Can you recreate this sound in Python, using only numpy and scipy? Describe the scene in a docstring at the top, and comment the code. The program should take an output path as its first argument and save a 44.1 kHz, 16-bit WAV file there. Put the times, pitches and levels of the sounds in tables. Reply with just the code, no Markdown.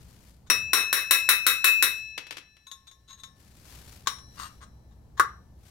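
"""A hammer drives a steel punch against the bearing in a wheel hub on a garage floor: eight ringing blows, each
a noisy clank plus the modes of hammer, punch and hub. The hammer is laid on the concrete; the punch ticks and
scrapes about in the bore and finally levers the sleeve sideways, so that it jumps in the bore with a hollow
clunk. Gloves rustle, a motor hums far off in a low rumble, and a limiter ducks under the blows."""
import sys
import numpy as np
from scipy import signal
from scipy.fft import rfft, irfft
from scipy.io import wavfile
from scipy.ndimage import uniform_filter1d, minimum_filter1d

SR = 44100
rng = np.random.default_rng(int(sys.argv[2]) if len(sys.argv) > 2 else 0)


def unload_audio(sound):
    """Save the sound as a 16-bit wav file, at the path given as the first command line argument."""
    columns = np.transpose(np.atleast_2d(sound))
    # keep every value between -1 and 1, then stretch to whole-number steps
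    steps = np.round(np.clip(columns, -1, 1) * 32767)
    wavfile.write(sys.argv[1], SR, steps.astype(np.int16))


N = 251370
TIME = np.arange(N) / SR

# modes of the steel punch, the hub and the air in the bore: f/Hz, level/dB, t60/s, left minus right/dB
PUNCH_MODES = [(4990, -40, .22, 12), (5469, -26, .25, 10), (5641, -19, .25, 13), (5738, -31, .7, 10),
               (8758, -23, .22, 10), (10109, -18, .24, -6), (12187, -24, .27, 12), (13102, -24, .23, 4)]
HUB_MODES = [(1757, -51.5, 3.6, 0), (3768, -22, .27, 11), (3913, -28, .25, 12), (4013, -43, 2.0, 8),
             (5292, -41, .8, 3), (5662, -43, 2.0, 9), (7181, -38, .25, 7), (8403, -29, .2, -2),
             (8532, -28, .2, 0), (9240, -20, .19, -1), (9383, -27, .24, -7), (9668, -32, .26, 6),
             (9781, -27, .21, 10), (11622, -31, .2, 5), (11875, -30, .22, 7), (12360, -24, .2, 8),
             (14798, -32, .22, 2), (14841, -37, .26, 10), (15606, -32, .2, 3), (15735, -36, .22, -3)]
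BORE_MODES = [(1120, 2, .055, 6), (1215, -4, .04, 6), (1390, -10, .03, 6), (1560, -5, .04, 6),
              (1790, -11, .03, 6)]
# stereo balance of the two microphone ports: f/Hz, left minus right/dB
PORT_BALANCE = [(100, 1), (300, 2), (1200, 2.4), (2400, 14), (4200, 3), (7000, 12), (9500, 8.3),
                (15000, 13)]
# how alike the two ports sound: f/Hz, correlation/0-1
PORT_LIKENESS = [(100, 0.93), (300, 0.83), (700, 0.23), (2000, 0.39), (4500, 0.18), (15000, 0.047)]
SHAFT_TILT_DB = -16   # per octave: the punch rings darker when it is not hammered


def from_db(db):
    """Decibels to gain."""
    return 10 ** (np.asarray(db) / 20)


def between(ends, share):
    """A value part of the way from one end to the other."""
    return ends[0] + (ends[1] - ends[0]) * np.clip(share, 0, 1)


def at_hz(points, hz):
    """Read a table on a log-frequency axis."""
    freqs, values = np.transpose(points)
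    return np.interp(np.log(hz + 1), np.log(freqs), values)


def panned(db):
    """Left and right gains for a level difference."""
    return from_db(np.array([[.5], [-.5]]) * db)


def fade(t, t60):
    """Free decay: 60 dB in t60 seconds."""
    return np.exp(-np.log(1000) * t / t60)


def drift(per_s):
    """A random wander of spread about 1."""
    return np.interp(TIME * per_s, np.arange(4096), rng.standard_normal(4096))


def add(out, s, sound):
    """Mix a sound in from a given moment."""
    start = round(s * SR)
    out[:, start:start + sound.shape[1]] += sound[:, :N - start]


def dull(x, edge_hz):
    """Roll the treble off gently."""
    return signal.sosfilt(signal.butter(1, edge_hz, fs=SR, output="sos"), x)


def thin(x, edge_hz=950):
    """Small parts and narrow openings radiate little bass."""
    return signal.sosfilt(signal.butter(3, edge_hz, "high", fs=SR, output="sos"), x + 1e-18)


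def noise(spectrum, size):
    """Stereo noise of a given colour as the two ports hear it; about rms 1."""
    hz = np.arange(size // 2 + 1) * SR / size
    mid, side = rfft(rng.standard_normal((2, size)))
    alike = at_hz(PORT_LIKENESS, hz)
    colour = from_db(at_hz(spectrum, hz))
    ports = np.sqrt((1 + alike) / 2) * mid + np.sqrt((1 - alike) / 2) * side * [[1], [-1]]
    return irfft(ports * panned(at_hz(PORT_BALANCE, hz)) * colour / np.sqrt(np.mean(colour ** 2)), size)


def burst(spectrum, t60, tilt_db=0):
    """Countless damped modes struck at once: fast-dying noise, its colour tilted by tilt_db an octave."""
    size = 8192
    hz, t = np.arange(size // 2 + 1) * SR / size, TIME[:size]
    envelope = fade(t, t60) * (1 - np.exp(-t / .0004))
    strike = rfft(noise([(100, 0), (16000, 0)], size) * envelope)
    power = uniform_filter1d(np.abs(strike) ** 2, size=25)
    even = strike * np.sqrt(power.mean() / power)   # iron out chance peaks and dips
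    colour = from_db(at_hz(spectrum, hz) + tilt_db * np.log2(hz + 1))
    colour /= np.sqrt(np.mean(colour ** 2))
    return irfft(even * colour * panned(at_hz(PORT_BALANCE, hz)))[:, :size // 2]


def ring(modes, scatter_db=1.3, tilt_db=0, hold=1):
    """One stroke on a body: mode levels scatter and tilt (dB per octave); hold scales the ring time."""
    longest_s = max(mode[2] for mode in modes) * hold
    t = TIME[:int(min(longest_s, 2) * SR)]
    out = np.zeros((2, len(t)))
    for (hz, db, t60, pan_db), (luck, lag) in zip(modes, rng.standard_normal((len(modes), 2))):
        age = t[:int(t60 * hold * SR) + 1]
        # short waves reach the two ports out of step
        skew = lag * np.arccos(at_hz(PORT_LIKENESS, hz)) * np.array([[.5], [-.5]])
        gain = from_db(db + scatter_db * luck + tilt_db * np.log2(hz / 5000)) * panned(pan_db)
        out[:, :len(age)] += gain * fade(age, t60 * hold) * np.sin(2 * np.pi * hz * age + skew)
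    return out


def background(waver_rad=0.69):
    """A bed of low rumble with the wavering hum of a distant motor in it."""
    # colour of the rumble: f/Hz, level/dB
    rumble_colour = [(20, -7.5), (40, -14.5), (62, 3), (100, -4), (200, -9.5), (350, -20), (900, -25),
                     (2500, -52.5), (8000, -55.5), (16000, -52.5)]
    # motor partials against the rumble: f/Hz, level/dB
    partials = [(59.5, -6), (119, -9.5)]
    # fader ride of the whole bed: t/s, level/dB
    ride = [(0.0, -52), (0.35, -57), (0.7, -50.5), (0.75, -59.5), (1.82, -59), (2.63, -69), (3.75, -53),
            (5.59, -53.5), (5.7, -60)]
    hum = sum(from_db(db) * np.sqrt(2) * np.sin(2 * np.pi * hz * TIME + waver_rad * drift(17))
              for hz, db in partials)
    level_db = np.interp(TIME, *np.transpose(ride))
    return from_db(level_db) * (noise(rumble_colour, N) + hum)


def gloves(rise_s=0.041, fall_s=0.081, uneven_db=1, grain_db=2.5, hiss_db=-76):
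    """Rubber rubs on skin and steel: each rustle swells, holds and dies away, over a faint steady hiss."""
    # the hands take a new grip, and at 4.39 s a brief rustle goes with the tip's scrape: t/s, length/s,
    # level/dB
    grips = [(0, 0.28, -63), (1.866, 0.12, -58), (3.404, 0.21, -65), (3.672, 0.29, -54.5),
             (4.391, 0.02, -53), (5.661, .1, -59.5)]
    # colour of rubbing rubber: f/Hz, level/dB
    rub_colour = [(150, 5.5), (500, -1.5), (1400, -0.5), (2500, -4.5), (4500, 0), (7000, -5), (12000, -6),
                  (16000, -14)]
    rub = np.zeros(N)
    for s, length, db in grips:
        swell = np.minimum((TIME - s) / rise_s, 0)
        ebb = np.minimum((s + length - TIME) / fall_s, 0)
        rub += from_db(db) * np.exp(swell + ebb)
    texture = from_db(uneven_db * drift(per_s=18) + grain_db * drift(per_s=240))
    return np.hypot(rub * texture, from_db(hiss_db)) * noise(rub_colour, N)


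def garage(x, low_t60=0.29, high_t60=0.16, echo_s=.0113, echo_db=-9, tail_db=-1):
    """The room answers with a dull first echo and a diffuse tail whose treble dies sooner."""
    t = TIME[:SR * 2 // 3]
    white = rng.standard_normal((3, len(t)))
    air = white[:2] + dull(white[2] - white[:2], edge_hz=1500)   # long waves reach both ports alike
    low = dull(air, edge_hz=3500)
    onset = 1 - np.exp(-(t / 0.001) ** 2)
    tail = (low * fade(t, low_t60) + (air - low) * fade(t, high_t60)) * onset
    tail *= from_db(tail_db) / np.sqrt(np.sum(tail ** 2) / 2)
    echo = np.zeros(len(t))
    echo[round(echo_s * SR)] = from_db(echo_db)
    return signal.fftconvolve(x, tail + dull(echo, edge_hz=3500), axes=1)[:, :N]


def hammer_laid_down():
    """Head and handle knock dully on the concrete."""
    # contacts with the floor: t/s, level/dB
    knocks = [(2.178, -28.5), (2.268, -43), (2.308, -31), (2.325, -39.5), (2.369, -36), (2.381, -39),
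              (2.567, -55)]
    # colour of a knock on concrete: f/Hz, level/dB
    knock_colour = [(100, -30), (300, -1.5), (800, -4.5), (1700, 0.5), (2500, 0), (3700, 1), (5500, -5.5),
                    (7600, -14), (11000, -13.5), (16000, -29)]
    out = np.zeros((2, N))
    for s, db in knocks:
        add(out, s, from_db(db) * burst(knock_colour, t60=0.033))
    return out


def slips(length, catches_per_s=1400):
    """Force of a sliding tip: uneven small catches that swell and ebb; a brief touch is one click."""
    draws = rng.random((2, SR // 4))
    if length < .003:
        return np.ones((1, 1))
    chance, height = draws[:, :int(length * SR)]
    catches = (chance < catches_per_s / SR) * (2 * height - 1) ** 3
    force = catches * np.sqrt(np.hanning(len(chance)))
    return force[None] / np.sqrt(np.sum(force ** 2) + 1e-12)


def punch_in_bore(grip_s=0.088, slide_loss_db_per_s=100, rasp_db=2, drag_click_db=-9, fingertip_hold=2.3):
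    """The tip ticks and scrapes on the spacer sleeve; the air in the bore answers with a hollow note."""
    # contacts of the tip: t/s, sliding time/s, level/dB, wedged/0-1
    touches = [(0.462, .02, -55, .5), (2.666, 0.0062, -50.5, 0), (2.7149, .001, -43.5, 0),
               (2.864, 0.018, -51.5, 0), (2.913, .001, -53, .1), (3.073, .08, -44.5, .1),
               (3.169, .05, -53.5, 0), (3.235, .001, -41.5, .2), (4.056, .01, -50, .9),
               (4.0716, .001, -21.5, 0.77), (4.185, .001, -51, .8), (4.365, .125, -31.5, .7),
               (4.398, .001, -42, 1), (4.604, 0.044, -46.5, 1), (4.899, .04, -65, .9),
               (5.168, .026, -44, 1)]
    # colour of the tip's own click: f/Hz, level/dB
    click_colour = [(150, -12.5), (400, -4), (900, -2.5), (1200, 8), (1900, 6.5), (2600, -3), (3900, 13),
                    (4500, 1.5), (7000, 5.5), (9000, -12.5), (16000, -16)]
    # modes of the sleeve and of the rasping, loaded punch: f/Hz, level/dB, t60/s, left minus right/dB
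    sleeve_modes = [(1080, -12, .45, 4), (3600, -5, .14, 8), (3850, -10, .12, 8), (3935, -5, .14, 8),
                    (6545, -6, .13, 8), (8540, -17, .18, 4), (10900, -22, .16, 4), (11600, -18, .18, 4),
                    (15300, -28, .15, 4)]
    rasp_modes = [(1210, -5.5, .06, 5.5), (1450, -5, .008, 0.5), (2820, -9.5, 0.043, 6),
                  (4530, 1, 0.0088, 11), (6640, -3.5, 0.0076, 7), (8540, -9.5, 0.058, 2.5),
                  (11600, -22, .07, 3.5), (12200, -22.5, .07, 6)]
    # (free, wedged): wedging stills the sleeve and brings out bore and punch
    sleeve_db, bore_db, shaft_db, click_db = (6.5, -24), (-21.5, 6), (1, 2.5), (-1.5, 1)
    hub_db, hub_tilt_db = (3, 4), (-13, 0)
    clicks, hollow, rings = np.zeros((3, 2, N))
    for s, length, db, wedged in touches:
        force = from_db(db) * slips(length)
        hold = 1 / (1 + length / grip_s)   # a tip that stays in contact damps the metal
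        drag = np.clip(wedged * length / grip_s, 0, 1)   # dragged under load, it trades click for rasp
        click_gain = from_db(between(click_db, wedged) + drag_click_db * drag)
        add(clicks, s, click_gain * signal.fftconvolve(burst(click_colour, t60=0.048), force))
        add(hollow, s, drag * from_db(rasp_db) * signal.fftconvolve(ring(rasp_modes), force))
        loss_db = slide_loss_db_per_s * length   # a long slide hardly stirs the heavy parts
        shaft_hold = hold * fingertip_hold   # the punch rings longer in the fingertips than in the fist
        bodies = ((sleeve_modes, between(sleeve_db, wedged), 0, hold, rings),
                  (BORE_MODES, between(bore_db, wedged), 0, hold, hollow),
                  (PUNCH_MODES, between(shaft_db, wedged) - loss_db, SHAFT_TILT_DB, shaft_hold, rings),
                  (HUB_MODES, between(hub_db, wedged) - loss_db, between(hub_tilt_db, wedged),
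                   hold, rings))
        for modes, body_db, tilt_db, body_hold, bus in bodies:
            tone = ring(modes, tilt_db=tilt_db, hold=body_hold)
            add(bus, s, from_db(body_db) * signal.fftconvolve(tone, force))
    return clicks + thin(hollow), rings


def snap(s=5.1966, knock_db=-12, bore_db=-5, hub_db=-14, punch_db=-21, swell_s=.0017):
    """Levered sideways, the sleeve jumps in the bore: a hollow clunk, the hub muted by the hand on it."""
    # colour of the sleeve's hollow knock: f/Hz, level/dB
    knock_colour = [(120, -40.5), (260, -22.5), (370, -6), (600, -19), (900, -25), (1100, 9), (1750, 1.5),
                    (2400, -23), (3800, -20.5), (5500, -21.5), (11000, -22.5), (16000, -36.5)]
    out = np.zeros((2, N))
    hollow = ring(BORE_MODES, scatter_db=.7)
    swell = 1 - np.exp(-TIME[:hollow.shape[1]] / swell_s)   # the air in the bore takes a moment to answer
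    add(out, s, from_db(knock_db) * burst(knock_colour, t60=0.065))
    add(out, s, from_db(bore_db) * hollow * swell)
    add(out, s, from_db(hub_db) * ring(HUB_MODES, tilt_db=-0.5, hold=0.3))
    add(out, s, from_db(punch_db) * ring(PUNCH_MODES, tilt_db=SHAFT_TILT_DB, hold=0.67))
    return out


def thwack(pulse_hz=1600, t60=0.0033, pan_db=6):
    """The sudden stop of the hammer head throws off a cycle or two of pressure."""
    t = TIME[:SR // 100]
    envelope = fade(t, t60) * (1 - np.exp(-t / .0004))
    return panned(pan_db) * np.sin(2 * np.pi * pulse_hz * t) * envelope


def hammering(clank_db=-5.5, thwack_db=8, hub_db=0.5, punch_db=-6.5, punch_tilt_db=5.5):
    """Each blow clanks, stops the ringing of the one before and sets hammer, punch and hub going anew."""
    # hammer blows: t/s, level/dB, hammer ring/dB, looseness of the punch/0-1
    blows = [(.5000, -9, 2, 0.72), (0.733, -0.5, 4.5, 0.4), (.9286, -3, 0.5, 0.2), (1.1095, -2, 7.5, 0.03),
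             (1.2895, -2, 5.5, 0), (1.4659, -3, 4, 0), (1.643, -4, 12.5, 0), (1.825, -5, 1.5, 0.16)]
    # modes of the hammer: f/Hz, level/dB, t60/s, left minus right/dB
    hammer_modes = [(2594.5, -27.5, 1.1, 5), (7558, -41, .55, 6), (13813, -40, .42, 3),
                    (14206, -49, .42, 6)]
    # colour of the steel-on-steel attack: f/Hz, level/dB
    clank_colour = [(100, -39.5), (250, -17.5), (400, -11), (600, -12), (930, -26), (1060, 0.5),
                    (1950, 0.5), (2900, -8), (3450, -9.5), (3850, 8.5), (4500, -9.5), (7200, -9.5),
                    (9400, -4.5), (10900, -7), (12300, -1), (13800, -12), (15500, -11)]
    # a loose punch dulls the blow and rings louder in its lowest modes (tilts in dB per octave)
    loose_tilt_db, loose_punch_db, loose_punch_tilt_db = -3.5, 22, -19.5
    clanks, rings = np.zeros((2, 2, N))
    stops = [blow[0] for blow in blows[1:]] + [TIME[-1]]
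    for (s, db, hammer_db, loose), stop in zip(blows, stops):
        tilt_db = loose_tilt_db * loose
        add(clanks, s, from_db(db + clank_db) * burst(clank_colour, t60=0.028, tilt_db=tilt_db))
        add(clanks, s, from_db(db + clank_db + thwack_db) * thin(thwack()))
        bodies = ((hammer_modes, hammer_db, tilt_db),
                  (HUB_MODES, db + hub_db, tilt_db),
                  (PUNCH_MODES, db + punch_db + loose_punch_db * loose,
                   punch_tilt_db + loose_punch_tilt_db * loose))
        for modes, body_db, body_tilt_db in bodies:
            tone = ring(modes, tilt_db=body_tilt_db)
            add(rings, s, from_db(body_db) * tone[:, :round((stop - s) * SR)])
    return clanks, rings


def scene(ring_room_db=-9, floor_room_db=-6, bore_room_db=-8, snap_room_db=-10):
    """The clanks fill the garage; the ringing and the sounds in the bore or on the floor stay drier."""
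    clanks, rings = hammering()
    clicks, tinkles = punch_in_bore()
    sources = [(clanks, 0), (thin(rings + tinkles), ring_room_db), (clicks, bore_room_db),
               (hammer_laid_down(), floor_room_db), (snap(), snap_room_db)]
    direct = sum(sound for sound, room_db in sources)
    room_send = sum(from_db(room_db) * sound for sound, room_db in sources)
    return direct + garage(room_send) + gloves() + background()


def record(dry, ceiling_db=-1.0, release_db_per_s=130, cutoff_hz=15800):
    """A peak limiter ducks just ahead of each loud peak and recovers steadily; the top is cut."""
    peak_db = 20 * np.log10(np.maximum(np.abs(dry).max(axis=0), 1e-9))
    over_db = np.maximum(peak_db - ceiling_db, 0)
    recovery_db = release_db_per_s * TIME
    duck_db = np.maximum.accumulate(over_db + recovery_db) - recovery_db
    gain_db = uniform_filter1d(minimum_filter1d(-duck_db, size=64), size=64)   # smooth look-ahead
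    top_cut = signal.ellip(10, .2, 80, cutoff_hz, fs=SR, output="sos")
    return signal.sosfilt(top_cut, dry * from_db(gain_db))


dry = scene()
out = record(dry)
unload_audio(out)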